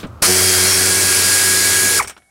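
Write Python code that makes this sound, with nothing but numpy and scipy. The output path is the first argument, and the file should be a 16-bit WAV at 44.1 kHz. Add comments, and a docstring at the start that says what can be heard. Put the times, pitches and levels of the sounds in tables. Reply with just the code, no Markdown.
"""Air ratchet in an engine bay

An air ratchet spins a bolt out of a car's engine bay, close by. Exhaust air hisses, the vane
motor whines and the pawl rattles the socket and the body panel. The trigger is let go,
the motor runs down with a short whoop and the pawl gives its last clicks."""
import sys
import numpy as np
from scipy import signal
from scipy.fft import rfft, irfft, next_fast_len
from scipy.io import wavfile
from scipy.ndimage import uniform_filter1d, map_coordinates

SR = 44100
rng = np.random.default_rng(int(sys.argv[2]) if len(sys.argv) > 2 else 0)


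def transcribe(u):
    """Save the signal u as a 16-bit wav file named by the first command-line argument.

    u: samples, shape (n,) or (channels, n), limited to [-1, 1]; the rate is SR.
    q: integer samples, one column per channel.
    """
    v = np.clip(np.atleast_2d(u).T, -1, 1)
    q = np.round(v * 32767).astype(np.int16)
    wavfile.write(sys.argv[1], SR, q)


N = 101429
T = np.arange(N) / SR
OPEN_S, CLOSE_S = .2185, 1.988  # trigger pressed, let go
VANES_PER_STROKE = 17.5

# Workshop rumble. Each row: time in seconds, level in dB.
SHOP_LEVEL = [(0, -37), (.1, -37.5), (.2, -38.5), (2.05, -41), (2.14, -61), (2.3, -78)]
# Spectra of the rumble, the opening hiss and the lingering air. Each row: frequency in Hz, gain in dB.
SHOP_SPECTRUM = [(15, -41), (25, -28.5), (51, -15), (79, 0), (95, -3), (118, -2), (142, -12), (637, -19.5),
                 (709, -21.5), (769, -22.5), (1280, -16), (1720, -34.5), (15000, -52)]
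EARLY_HISS_SPECTRUM = [(120, -20.5), (200, 5), (419, -21.5), (1020, -40), (1130, -13), (1570, -12.5),
                       (3730, -10), (15000, -24)]
LINGERING_SPECTRUM = [(25, -5), (100, -4), (300, -6), (560, -11.5), (750, 2), (900, -17), (1600, -8),
                      (2500, -24), (3500, -18), (7000, -16), (10000, -10), (11700, -17), (12500, -32),
                      (15000, -38)]
# Modes of the booming panel, of panel and steel socket as the drive lets go, of the rattled panel, and
# of the steel head and socket. Each row: frequency in Hz, gain in dB, 60 dB decay time in seconds.
BOOM_MODES = [(111.8, -35, 0.78), (76, -39, .25)]
RELEASE_MODES = [(62, -37, 0.42), (393, -30, 0.22), (475, -34, 0.16), (2180, -34, 0.25), (7350, -40, .18)]
PANEL_MODES = [(366, 5, 0.063), (458, 0.5, 0.12), (310, -9.5, 0.014)]
STEEL_MODES = [(1502, -10.5, .05), (2281, 4, 0.14), (3290, -0.5, 0.028), (4130, -12.5, 0.017),
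               (4740, -3.5, 0.037), (5270, -6, 0.054), (5550, -5, 0.29), (5960, 5, 0.087),
               (6820, 1.5, 0.046), (7470, -1, 0.068), (8530, 4.5, 0.073), (8700, -9, .03)]
# Single pawl clicks. Each row: start in seconds, level in dB, 60 dB decay time in seconds.
PAWL_CLICKS = [(.069, -48, 0.05), (2.0237, -23.5, 0.11), (2.074, -26, 0.062), (2.079, -34, 0.094),
               (2.0955, -29.5, 0.065), (2.176, -48, .05)]
# Knocks on the bolt. Each row: start in seconds, level in dB, 60 dB decay time in seconds, thud in dB.
BOLT_KNOCKS = [(0.0303, -27.5, 0.045, -26.5), (0.036, -34, 0.09, -33), (0.048, -37, 0.051, -32),
               (2.044, -27, .06, -38), (2.096, -32, 0.12, -49), (2.1655, -36, 0.041, -50),
               (2.176, -47, 0.076, -59), (2.221, -53, .05, -73)]
# Spectra of the impacts, the rotor's siren and the gear teeth. Each row: frequency in Hz, gain in dB.
CLICK_SPECTRUM = [(300, -4.5), (1400, 3), (2500, 4), (3800, -7), (5500, 3), (7000, 1), (8700, 9.5),
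                  (10500, -7.5), (15000, -10)]
KNOCK_SPECTRUM = [(100, -10), (500, -10), (1400, -3.5), (2300, -9.5), (3500, -10.5), (6000, -31),
                  (14000, -51.5)]
THUD_SPECTRUM = [(30, -2), (90, -6.5), (210, 1), (400, -5), (900, -18), (3000, -78)]
SIREN_SPECTRUM = [(300, -16), (600, 8.5), (800, 2.5), (1000, -3.5), (1400, -2), (1650, -8), (1950, -1.5),
                  (2300, -4), (2600, -15), (3200, -27), (8000, -37)]
RASP_SPECTRUM = [(500, -10), (700, -6.5), (1000, -8), (1500, -5), (2300, 1), (2900, -17.5), (3900, -5.5),
                 (5200, 1.5), (7000, 3.5), (8300, -1.5), (9800, 4.5), (11500, -2), (15700, -16.5)]
# Running speed of the motor. Each row: time in seconds, vane rate in Hz.
VANE_RATE = [(.3, 1641), (.42, 1622), (.52, 1617), (.65, 1623), (.8, 1642), (1.05, 1646), (1.12, 1637),
             (1.3, 1638), (1.47, 1648), (1.98, 1651)]
# Load on the pawl, falling as the bolt loosens. 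Each row: time in seconds, gain in dB.
PAWL_LOAD = [(.235, -68), (.285, -19.5), (.38, -25.5), (.53, -27.5), (.645, -24), (.73, -33), (.79, -26.5),
             (.9, -28.5), (1.12, -32), (1.4, -36.5), (1.52, -31.5), (1.7, -34), (1.85, -34), (1.98, -34.5)]
# Forced vibration of the panel. Each row: multiple of the stroke rate, gain in dB.
PANEL_HARMONICS = [(2, -8), (3, -15), (4, -1), (5, -8), (7, -16.5), (8, -12.5), (10, -16.5)]
# Harmonics of the whine, swelling as the tool moves. Each row: multiple of the vane rate,
# base level in dB, swell in dB, time and width of the swell in seconds.
WHINE_HARMONICS = [(1, -36.5, 13.5, 1.78, 1), (2, -39, 10, 0.5, 0.35), (2, -49, 14.5, 1.1, 0.19),
                   (3, -37.5, 12, 1.35, 0.2), (4, -39, 8.5, 2.2, .25), (5, -39.5, 8.5, 1.2, 0.45),
                   (6, -42, 11, .55, 0.22)]
# Exhaust air. Each row: time in seconds, level in dB.
EXHAUST_LEVEL = [(.22, -10.5), (.265, -11), (.29, -14), (.45, -13), (.62, -13.5), (.85, -14.5), (1.15, -14),
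                 (1.35, -13.5), (1.65, -14.5), (1.98, -14.5)]
# Exhaust spectra with the bolt deep in and nearly out. Each row: frequency in Hz, gain in dB.
BOLT_IN_SPECTRUM = [(60, -29), (200, -16), (400, -4), (600, -7), (880, -9), (1150, -6.5), (1550, -1),
                    (1750, -4), (2300, -3.5), (2900, -8.5), (3800, -8), (4300, -1), (5600, -2), (6400, -3),
                    (7400, -2.5), (8800, -1), (9800, 1), (11300, -6.5), (13000, -11), (15700, -14.5)]
BOLT_OUT_SPECTRUM = [(60, -13), (200, -11), (400, -4.5), (600, -12), (880, -11.5), (1150, -9.5),
                     (1550, -5.5), (1750, -6.5), (2300, -7), (2900, -10), (3800, -8.5), (4300, -3.5),
                     (4900, -5.5), (6200, -8), (6700, -4), (7800, -4), (9800, -1), (11300, -7.5),
                     (13000, -13), (15700, -18)]
# Bands of hiss that change as the tool turns. Each row: centre and width in Hz, gain in dB,
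# time and width in seconds.
HISS_BANDS = [(5500, 410, 7, 0.72, 0.05), (6900, 220, 4, 1.9, 0.26), (3260, 110, 2.5, 0.71, 0.6),
              (4700, 300, -0.5, 1.2, 0.09)]


def amp(db):
    """Amplitude ratio of a level in decibels."""
    return 10 ** (np.asarray(db) / 20)


def unit(x):
    """Normalisation to an rms of 1."""
    return x / np.sqrt(np.mean(x ** 2) + 1e-20)


def curve(rows):
    """Linear interpolation of (time, value) rows at every sample."""
    return np.interp(T, *np.transpose(rows))


def gain_at(spectrum, hz):
    """Amplitude response, interpolated in decibels over log frequency."""
    freqs, db = np.transpose(spectrum)
    return amp(np.interp(np.log(hz + 1), np.log(freqs + 1), db))


def wobble(rate):
    """Smooth random modulation: a spline through `rate` knots a second."""
    return map_coordinates(rng.standard_normal(int(N * rate / SR) + 4), [T * rate])


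def filtered(x, response):
    """Zero-phase filtering: the spectrum is multiplied by a frequency response."""
    size = next_fast_len(N + SR // 2)
    return irfft(rfft(x, size) * response(np.fft.rfftfreq(size, 1 / SR)), size)[..., :N]


def noise(spectrum, low_hz=20):
    """Spectrally shaped noise of rms 1, rolled off below low_hz."""
    white = rng.standard_normal(N)
    return unit(filtered(white, lambda f: gain_at(spectrum, f) * f ** 2 / (f ** 2 + low_hz ** 2)))


def fade(start, t60, contact_s=.0004):
    """Envelope of a blow: quick rise, then exponential decay."""
    age = np.maximum(T - start, 0)
    return (1 - np.exp(-age / contact_s)) * np.exp(-np.log(1000) * age / t60)


def ring(modes, start=0):
    """Free vibration: each struck mode is a damped sinusoid."""
    return sum(amp(db) * fade(start, t60) * rng.choice([-1, 1]) * np.sin(2 * np.pi * hz * (T - start))
               for hz, db, t60 in modes)


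def workshop(tone_hz=2220):
    """Ambient noise: rumble, a dying hiss, and faint air and a tone that linger after the run."""
    tone = amp(-63) * np.sqrt(2) * np.sin(2 * np.pi * tone_hz * T)
    lingering = (T > CLOSE_S) * (tone + amp(-60.5) * noise(LINGERING_SPECTRUM))
    rumble = amp(curve(SHOP_LEVEL)) * noise(SHOP_SPECTRUM)
    early_hiss = amp(-35.5) * noise(EARLY_HISS_SPECTRUM, low_hz=150) * fade(0, t60=.17)
    return rumble + early_hiss + lingering


def room(x):
    """Reverberation: diffuse reflections add a short decaying tail."""
    tail = rng.standard_normal(N) * fade(.0024, t60=.26)
    return x + amp(-22) * signal.fftconvolve(x, tail / np.linalg.norm(tail))[:N]


def bay_walls(x, count=24, spread_s=.014):
    """Early reflections: close panels of the engine bay return weak copies."""
    delays = (rng.random(count) * spread_s * SR).astype(int)
    strengths = rng.standard_normal(count)
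    echoes = np.bincount(delays, strengths / np.linalg.norm(strengths))
    return x + amp(-15) * signal.fftconvolve(x, echoes)[:N]


def panel_and_socket():
    """Resonance: the panel booms after the first knocks; it and the socket ring as the drive lets go."""
    return ring(BOOM_MODES, start=.077) + ring(RELEASE_MODES, start=CLOSE_S)


def handling():
    """Transients: single pawl clicks, knocks on the bolt and the low puff of the opening valve."""
    crack = noise(CLICK_SPECTRUM, low_hz=200)
    knock = noise(KNOCK_SPECTRUM, low_hz=80)
    thud = noise(THUD_SPECTRUM)
    clicks = sum(amp(db) * (crack * fade(start, t60) + amp(-15) * ring(STEEL_MODES, start))
                 for start, db, t60 in PAWL_CLICKS)
    knocks = sum(amp(db) * knock * fade(start, t60) + amp(thud_db) * thud * fade(start, t60=.12)
                 for start, db, t60, thud_db in BOLT_KNOCKS)
    puff = amp(-23.5) * thud * fade(OPEN_S, t60=.27)
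    return clicks + knocks + puff


def pressure(opening_s=.0049, vent_s=.014, bleed_s=.018):
    """Air pressure, 0 to 1. Once the valve shuts it decays exponentially: a fast vent, then a bleed."""
    opening = np.clip((T - OPEN_S) / opening_s, 0, 1) ** 2
    closed_for = np.maximum(T - CLOSE_S, 0)
    return opening * np.maximum(np.exp(-closed_for / vent_s), amp(-6.5) * np.exp(-closed_for / bleed_s))


def motor(spin_up_s=.02, run_down_s=.036):
    """The rotor gains and loses speed exponentially. Returns vane rate in Hz and vanes passed."""
    rise = 1 - np.exp(-np.maximum(T - OPEN_S, 0) / spin_up_s)
    fall = np.exp(-np.maximum(T - CLOSE_S, 0) / run_down_s)
    vane_hz = curve(VANE_RATE) * rise * fall * (1 + .0015 * wobble(90))
    return vane_hz, np.cumsum(vane_hz) / SR


def whoop(vane_hz, vanes, chirp_s=.244, chirp_width_s=.012, whoop_s=2.001, width_s=.0064, echo_s=.014):
    """Siren principle: the slow rotor pumps air, in a rising chirp and, coasting, a falling whoop."""
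    late = T - whoop_s
    tail = amp(-18.5) * np.clip(late / width_s, 0, 1) * np.exp(-abs(late) / .013)
    coast = np.exp(-(late / width_s) ** 2 / 2) + tail
    chirp = pressure() * np.exp(-((T - chirp_s) / chirp_width_s) ** 2 / 2)
    tone = sum(gain_at(SIREN_SPECTRUM, k * vane_hz) * np.sin(2 * np.pi * k * vanes) for k in (1, 2))
    roughness = 1 + .35 * wobble(400)
    siren = (amp(-8.3) * coast + amp(-21) * chirp) * tone * roughness
    return siren + amp(-11) * np.interp(T - echo_s, T, siren)


def gears(vanes, points=4096):
    """Periodic excitation: the same rough teeth meet each turn, so the rasp repeats at the stroke rate."""
    profile = uniform_filter1d(rng.standard_normal(points), size=9, mode="wrap")
    turns = vanes / VANES_PER_STROKE
    contact = np.interp(turns, np.arange(points) / points, profile, period=1) * pressure()
    rasp = filtered(contact, lambda f: gain_at(RASP_SPECTRUM, f) * f / (f + 300))
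    return amp(-24.5) * pressure() * unit(rasp)


def pawl(vanes, waver_db=.9, scatter_db=2, shake_rise_s=.063):
    """Forced vibration and impact: each stroke shakes the tool and the panel and rattles the socket."""
    drive = pressure()
    strokes = vanes / VANES_PER_STROKE + .014 * wobble(30) * drive

    def harmonic(k):
        return np.sqrt(2) * amp(waver_db * wobble(16)) * np.sin(2 * np.pi * (k * strokes + rng.random()))

    running = np.maximum(T - OPEN_S, 0)
    onset = 1 - np.exp(-(running / shake_rise_s) ** 2)
    shake = amp(-27.5 - 6 * running) * onset * harmonic(1)
    hum = sum(amp(db) * harmonic(k) for k, db in PANEL_HARMONICS)
    new_stroke = np.diff(np.floor(strokes), prepend=0) > 0
    blows = new_stroke * amp(scatter_db * np.clip(rng.standard_normal(N), -2, 2)) * drive
    panel = amp(-15.5) * unit(signal.fftconvolve(blows, ring(PANEL_MODES))[:N])
    socket = amp(-29) * unit(signal.fftconvolve(blows, ring(STEEL_MODES))[:N])
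    return shake * drive + amp(curve(PAWL_LOAD)) * (hum * drive + panel) + socket


def whine(vanes):
    """Harmonic series of the vane rate: partials swell in turn, the second twice, and waver slightly."""
    tone = np.zeros(N)
    for k, base_db, swell_db, peak_s, width_s in WHINE_HARMONICS:
        db = base_db + swell_db * np.exp(-((T - peak_s) / width_s) ** 2) + wobble(25)
        tone += amp(db) * np.sin(2 * np.pi * (k * vanes + rng.random()))
    return pressure() * np.sqrt(2) * tone


def swelling(hiss):
    """Time-varying filter: bands of the hiss swell or dip, with random patches of about 1 dB."""
    freqs, times, spectrogram = signal.stft(hiss, SR, nperseg=512)
    swell_db = sum(db * np.exp(-((freqs[:, None] - hz) / width_hz) ** 2 - ((times - at) / width_s) ** 2)
                   for hz, width_hz, db, at, width_s in HISS_BANDS)
    patches = uniform_filter1d(rng.standard_normal(spectrogram.shape), size=6, axis=0)
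    patch_db = unit(uniform_filter1d(patches, size=18, axis=1))
    return signal.istft(spectrogram * amp(swell_db + patch_db), nperseg=512)[1][:N]


def exhaust(vanes, vane_depth=.093, stroke_depth=.055):
    """Amplitude modulation: vanes and pawl strokes chop a hiss whose colour shifts as the tool rises."""
    risen = np.clip((T - .7) / .69, 0, 1)
    hiss = np.sqrt(1 - risen) * noise(BOLT_IN_SPECTRUM, low_hz=89)
    hiss += np.sqrt(risen) * noise(BOLT_OUT_SPECTRUM, low_hz=130)
    phase = 2 * np.pi * vanes
    chop = 1 + vane_depth * np.cos(phase) + stroke_depth * np.cos(phase / VANES_PER_STROKE)
    air = unit(bay_walls(swelling(hiss) * chop))
    return air * amp(curve(EXHAUST_LEVEL) - .1 * wobble(70)) * pressure()


def scene():
    """Superposition of all sources, the same in both channels."""
    vane_hz, vanes = motor()
    ringing = panel_and_socket()
    reverberant = room(exhaust(vanes) + bay_walls(whoop(vane_hz, vanes)) + handling())
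    mono = reverberant + whine(vanes) + gears(vanes) + pawl(vanes) + ringing + workshop()
    return np.array([mono, mono])


def record(dry, ceiling=.95, top_hz=15900, edge_hz=130):
    """Soft saturation rounds the highest peaks, and a low-pass filter limits the band."""
    rounded = dry / (1 + abs(dry / ceiling) ** 4) ** (1 / 4)
    return filtered(rounded, lambda f: .5 - .5 * np.tanh((f - top_hz) / edge_hz))


dry = scene()
out = record(dry)
transcribe(out)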